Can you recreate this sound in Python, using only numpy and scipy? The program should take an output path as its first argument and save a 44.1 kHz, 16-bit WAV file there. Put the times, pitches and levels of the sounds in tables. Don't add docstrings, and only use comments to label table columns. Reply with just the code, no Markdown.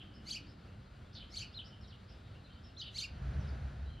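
import sys
import numpy as np
from scipy import signal
from scipy.fft import rfft, irfft
from scipy.io import wavfile
from scipy.ndimage import uniform_filter1d

SR = 44100
rng = np.random.default_rng(int(sys.argv[2]) if len(sys.argv) > 2 else 0)


def waveform_to_disk(signal):
    frames = np.transpose(np.atleast_2d(signal))
    scaled = np.clip(frames, -1, 1) * 32767
    samples = np.round(scaled).astype(np.int16)
    wavfile.write(sys.argv[1], SR, samples)


N = 176400
QUAVER, QUAVER_RATE_HZ = .012, 260
SCRATCH_RATE_HZ = 1800
TOP_HZ = 15700

# f/Hz, level/dB
AIR_WIDTH = [(60, -66), (130, -48), (220, -16.5), (350, -8), (640, -3), (1150, 0), (2000, -19.5),
             (4000, -38), (6500, 0), (12000, -2)]


def sparrow_chirps(t):
    # t/s, f/Hz, level/dB
    shape = [(-.062, 1916, -22.5), (-.036, 2150, -10), (-.022, 2380, -2), (-.016, 2950, -6),
             (-.009, 3900, -3), (0, 4480, 3), (.005, 3100, -11), (.011, 3000, 0.5), (.016, 3480, -3.5),
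             (.021, 2480, -4), (.032, 2221, -5.5), (.041, 2400, 4), (.051, 2950, 2.5), (.058, 2550, 6.5),
             (.074, 2080, 4)]
    # highest point t/s, level/dB, pitch/ratio, flick height/Hz, rise time/ratio, echo level/dB
    calls = [(0.3151, -38, 1.02, -150, 1.04, -8.5), (1.3755, -42, 1.01, -100, 1.05, -3.5),
             (2.9917, -36.5, .99, 396, .95, -8.5)]
    # f/Hz, level/dB
    beak = [(2000, -10), (2400, -14.5), (2850, -5.5), (3500, -2.5), (4450, 4.5), (5300, -6.5), (6300, -2),
            (7300, -10.5), (8700, -16), (10000, -17), (11500, -13), (13000, -46)]
    # multiple of the pitch, level/dB
    harmonics = [(1, -2), (2, -4), (3, -9), (4, -14.5), (5, -21)]
    flick_s, flick_width_s = .0154, .00321
    hiss_db, hiss_peak_s, hiss_width_s = -18, .0064, .051
    pure_from_s, fade_db_per_s = .035, 800
    when, pitch, loudness = np.array(shape).T
    wobble = 1 + .016 * wander(SCRATCH_RATE_HZ) + QUAVER * wander(QUAVER_RATE_HZ)
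    hiss = pass_filter(noise(beak + [(15000, -60)]), "high", 2000)
    out = np.zeros((2, N))
    for top, db, ratio, flick, stretch, echo_db in calls:
        times = np.where(when < 0, when * stretch, when)
        on = (t > top + times[0]) & (t < top + times[-1])
        u = t[on] - top
        hz = np.interp(u, times, pitch) + flick * hump(u, flick_s, flick_width_s)
        hz = uniform_filter1d(hz, size=90) * ratio * wobble[on]
        phase = 2 * np.pi * np.cumsum(hz) / SR
        overtone_fade = undb(-fade_db_per_s * np.clip(u - pure_from_s, 0, .018))
        voice = np.zeros(len(u))
        for k, harmonic_db in harmonics:
            gain = undb(harmonic_db + by_pitch(k * hz, beak)) * (k * hz < TOP_HZ)
            voice += gain * np.sin(k * phase) * (overtone_fade if k > 1 else 1)
        call = undb(hiss_db) * hump(t - top, hiss_peak_s, hiss_width_s) * hiss
        call[on] += undb(np.interp(u, times, loudness)) * voice * signal.windows.tukey(len(u), .2)
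        out += undb(db) * yard_echoes(barn_echoes(call, t), echo_db)
    return out


def arched_calls(t):
    # t/s, f/Hz, level/dB
    shape = [(-.048, 3123, -14), (-.038, 4026, -8.5), (-.026, 4230, -7.5), (-.015, 4080, -5),
             (-.005, 3745, 2.5), (0, 4020, -11), (.006, 2950, 1.5), (0.021, 3290, -3), (.028, 3100, -6),
             (.037, 2650, -9)]
    # drop t/s, level/dB
    calls = [(1.586, -43), (2.812, -43)]
    warble_depth_hz, flicks_per_s, warble_from_s = 380, 133, .01454
    when, pitch, loudness = np.array(shape).T
    wobble = 1 + QUAVER / 2 * wander(QUAVER_RATE_HZ)
    out = np.zeros(N)
    for drop, db in calls:
        on = (t > drop + when[0]) & (t < drop + when[-1])
        u = t[on] - drop
        turns = (u - warble_from_s) * flicks_per_s
        warble = np.clip(1 + turns, 0, 1) * flicks(turns)
        hz = uniform_filter1d(np.interp(u, when, pitch), size=90) + warble_depth_hz * warble
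        gain = undb(db + np.interp(u, when, loudness)) * signal.windows.tukey(len(u), .1)
        out[on] += gain * pure_voice(hz * wobble[on])
    return yard_echoes(out, echo_db=-8)


def soft_calls(t):
    # start t/s, length/s, first f/Hz, middle f/Hz, last f/Hz, level/dB, warble depth/Hz
    calls = [(-.01, 0.0386, 3350, 3150, 2920, -56, 447), (1.129, 0.027, 4300, 5070, 5270, -64, 350),
             (1.15, 0.022, 3655, 4460, 3540, -51.5, 95), (1.168, 0.02, 3430, 3885, 3800, -52, 380),
             (1.197, 0.033, 3110, 3180, 2430, -55.5, 350), (1.231, 0.015, 3020, 3370, 3000, -60, 352),
             (2.78, 0.0314, 5720, 5950, 5740, -61, 500), (2.808, 0.01, 3930, 4590, 4920, -45.5, 0),
             (2.85, 0.036, 3980, 3890, 3600, -56, 546), (2.855, .038, 3160, 3050, 2820, -54, 480)]
    return yard_echoes(bent_notes(t, calls, QUAVER), echo_db=-.5)


def far_birds(t):
    # start t/s, length/s, first f/Hz, middle f/Hz, last f/Hz, level/dB
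    whistles = [(.04, 0.31, 3110, 2963, 2980, -69), (0.136, 0.04, 4800, 5200, 4720, -64.5),
                (0.466, 0.037, 4290, 5260, 4960, -66), (1.296, 0.039, 4800, 5300, 5100, -62),
                (1.519, 0.015, 4520, 4860, 5570, -61), (1.641, 0.04, 4560, 5260, 5100, -60),
                (1.708, 0.034, 3120, 3060, 2910, -61.5), (1.809, 0.053, 5800, 4200, 3070, -65),
                (1.874, 0.06, 5600, 3880, 2760, -62), (2.08, 0.041, 4600, 5400, 4330, -65.5),
                (2.34, 0.014, 3100, 2930, 2680, -66.5), (2.441, 0.025, 4100, 3960, 3500, -63.5),
                (2.486, 0.092, 3100, 3096, 3030, -68.5), (2.522, 0.016, 3430, 4360, 4800, -62.5),
                (2.621, 0.05, 4450, 5340, 4630, -64), (3.401, 0.052, 6200, 4660, 3460, -66),
                (3.473, 0.022, 5400, 4800, 4350, -63.5), (3.845, 0.103, 3970, 3990, 4070, -67),
                (3.87, 0.11, 3170, 3080, 3040, -66.5)]
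    count, low_hz, high_hz = 150, 2856, 4930
    twitter = []
    for when, pitch, bend, slide, length in rng.random((count, 5)):
        hz = low_hz + pitch * (high_hz - low_hz)
        first, last = hz * (1 + .3205 * (bend - .5)), hz * (1 + .34 * (slide - .7))
        db = -74.5 - 9.5 * np.log2(hz / low_hz)
        twitter.append((when * N / SR, .031 + .0376 * length, first, hz, last, db))
    song = bent_notes(t, whistles, quaver=.026) + bent_notes(t, twitter, quaver=.0523)
    flutter = undb(2 * wander(90))
    return yard_echoes(song * flutter, echo_db=0, decay_s=.3, direct_db=-5)


def bent_notes(t, rows, quaver):
    flicks_per_s, fade_s = 106, .002
    wobble = 1 + quaver * wander(QUAVER_RATE_HZ)
    uneven_rate = flicks_per_s * (1 + .24 * wander(flicks_per_s))
    warble = flicks(np.cumsum(uneven_rate) / SR)
    scratch = 1 + .068 * wander(SCRATCH_RATE_HZ)
    out = np.zeros(N)
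    for start, length, first, middle, last, db, *depth in rows:
        on = (t > start) & (t < start + length)
        u = t[on] - start
        hz = np.polyval(np.polyfit([0, .5, 1], [first, middle, last], 2), u / length)
        if any(depth):
            hz = (hz + depth[0] * warble[on]) * scratch[on]
        fade = np.sin(np.pi / 2 * np.clip(np.minimum(u, length - u) / fade_s, 0, 1))
        out[on] += undb(db) * fade * pure_voice(hz * wobble[on])
    return out


def pure_voice(hz):
    # f/Hz, level/dB
    overtone = [(11800, -36.5), (13200, -56)]
    phase = 2 * np.pi * np.cumsum(hz) / SR
    return np.sin(phase) + undb(by_pitch(3 * hz, overtone)) * np.sin(3 * phase)


def flicks(turns):
    return 1 - np.pi / 2 * np.abs(np.sin(np.pi * turns))


def barn_echoes(x, t):
    # delay/s, level/dB
    bounces = [(.0062, -7.5), (0.0141, -19.5), (0.038, -31)]
    return x + sum(undb(db) * np.interp(t - np.round(delay * SR) / SR, t, x, left=0)
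                   for delay, db in bounces)


def yard_echoes(x, echo_db, decay_s=.24, direct_db=0):
    # f/Hz, level/dB
    width = [(3000, -17.5), (5000, -13), (8000, 10.5)]
    split_hz, treble_decay_s, build_s = 4500, .11, .00072
    field_db, field_decay_s = -18, 1
    u = np.arange(SR) / SR
    fade = lambda seconds: 1000 ** (-u / seconds)
    white = rng.standard_normal((2, SR))
    low = pass_filter(white, "low", split_hz) * (fade(decay_s) + undb(field_db) * fade(field_decay_s))
    high = pass_filter(white, "high", split_hz) * fade(treble_decay_s)
    tail = (low + high) * (1 - np.exp(-u / build_s))
    tail /= np.sqrt(np.sum(fade(decay_s) ** 2))
    mid, side = signal.fftconvolve(x[None], tail, axes=1)[:, :N]
    side = colour(side, width)
    return undb(direct_db) * x + undb(echo_db) * np.array([mid + side, mid - side])


def wind_puff(t):
    # t/s, level/dB
    gust = [(3.03, -40), (3.13, -12.5), (3.28, -3), (3.34, -6), (3.39, -0.5), (3.45, -5.5), (3.6, -10),
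            (3.75, -10), (4.0, -15.5)]
    # f/Hz, level/dB
    buffet_tone = [(20, -34), (35, -17), (50, 3.5), (68, 14.5), (92, -2), (135, 2.5), (180, -12.5),
                   (230, -13.5), (400, -67), (2000, -91)]
    # f/Hz, level/dB
    rush_tone = [(200, 9.5), (400, -2), (680, -0.5), (1040, -9), (1500, -1), (2100, -10), (4500, -19.5),
                 (6300, -25), (8000, -38), (9400, -31.5), (10500, -43.5), (14000, -50)]
    peak_s, rise_s, fall_s = 3.36, .24, .52
    buffet = noise(buffet_tone) * undb(np.interp(t, *np.array(gust).T))
    mid, side = noise(rush_tone), colour(noise(rush_tone), AIR_WIDTH)
    swell = hump(t, peak_s, np.where(t < peak_s, rise_s, fall_s))
    return undb(-33) * buffet + undb(-51) * swell * np.array([mid + side, mid - side])


def outdoor_air():
    # f/Hz, level/dB
    tone = [(20, -24.5), (36, -6), (65, 1), (110, 0), (160, -9), (210, -7.5), (260, -14.5), (400, -20),
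            (700, -22.5), (1000, -28), (1400, -23), (2100, -30), (3000, -32), (4500, -33.5), (5400, -43),
            (6300, -47), (9500, -53.5), (12700, -61.5), (16000, -63)]
    # f/Hz, level/dB
    lean = [(300, -0.5), (650, 2.5), (1100, 1.5), (2000, 2.5)]
    mid = noise(tone) * undb(-.78 * wander(31))
    side = colour(noise(tone), AIR_WIDTH)
    ears = [colour(mid + sign * side, [(hz, sign * db / 2) for hz, db in lean]) for sign in (1, -1)]
    return undb(-53) * np.array(ears)


def far_drone(t):
    # f/Hz, level/dB
    tone = [(120, -10.5), (190, -3.5), (225, -1), (255, -13), (292, -1.5), (330, -11), (2000, -70)]
    return undb(-57.5) * noise(tone) * hump(t, peak_s=.28, width_s=.36)


def undb(db):
    return 10 ** (np.asarray(db) / 20)


def hump(t, peak_s, width_s):
    return np.exp(-((t - peak_s) / width_s) ** 2)


def by_pitch(hz, rows):
    f, db = np.array(rows, float).T
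    return np.interp(np.log(np.maximum(hz, 1)), np.log(f), db)


def colour(x, rows):
    return irfft(rfft(x) * undb(by_pitch(np.arange(N // 2 + 1) * SR / N, rows)), N)


def pass_filter(x, keep, hz, order=4):
    return signal.sosfilt(signal.butter(order, hz, keep, fs=SR, output="sos"), x)


def noise(rows):
    x = colour(rng.standard_normal(N), rows)
    return x / x.std()


def wander(rate_hz):
    size = max(int(SR / rate_hz), 1)
    x = uniform_filter1d(rng.standard_normal(N), size, mode="wrap")
    x = uniform_filter1d(x, size, mode="wrap")
    return x / x.std()


def scene():
    t = np.arange(N) / SR
    sparrows = sparrow_chirps(t) + arched_calls(t) + soft_calls(t)
    return sparrows + far_birds(t) + outdoor_air() + far_drone(t) + wind_puff(t)


def record(dry):
    dry = pass_filter(dry, "high", 24, order=2)
    return signal.sosfilt(signal.ellip(10, .2, 80, TOP_HZ, fs=SR, output="sos"), dry)


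dry = scene()
out = record(dry)
waveform_to_disk(out)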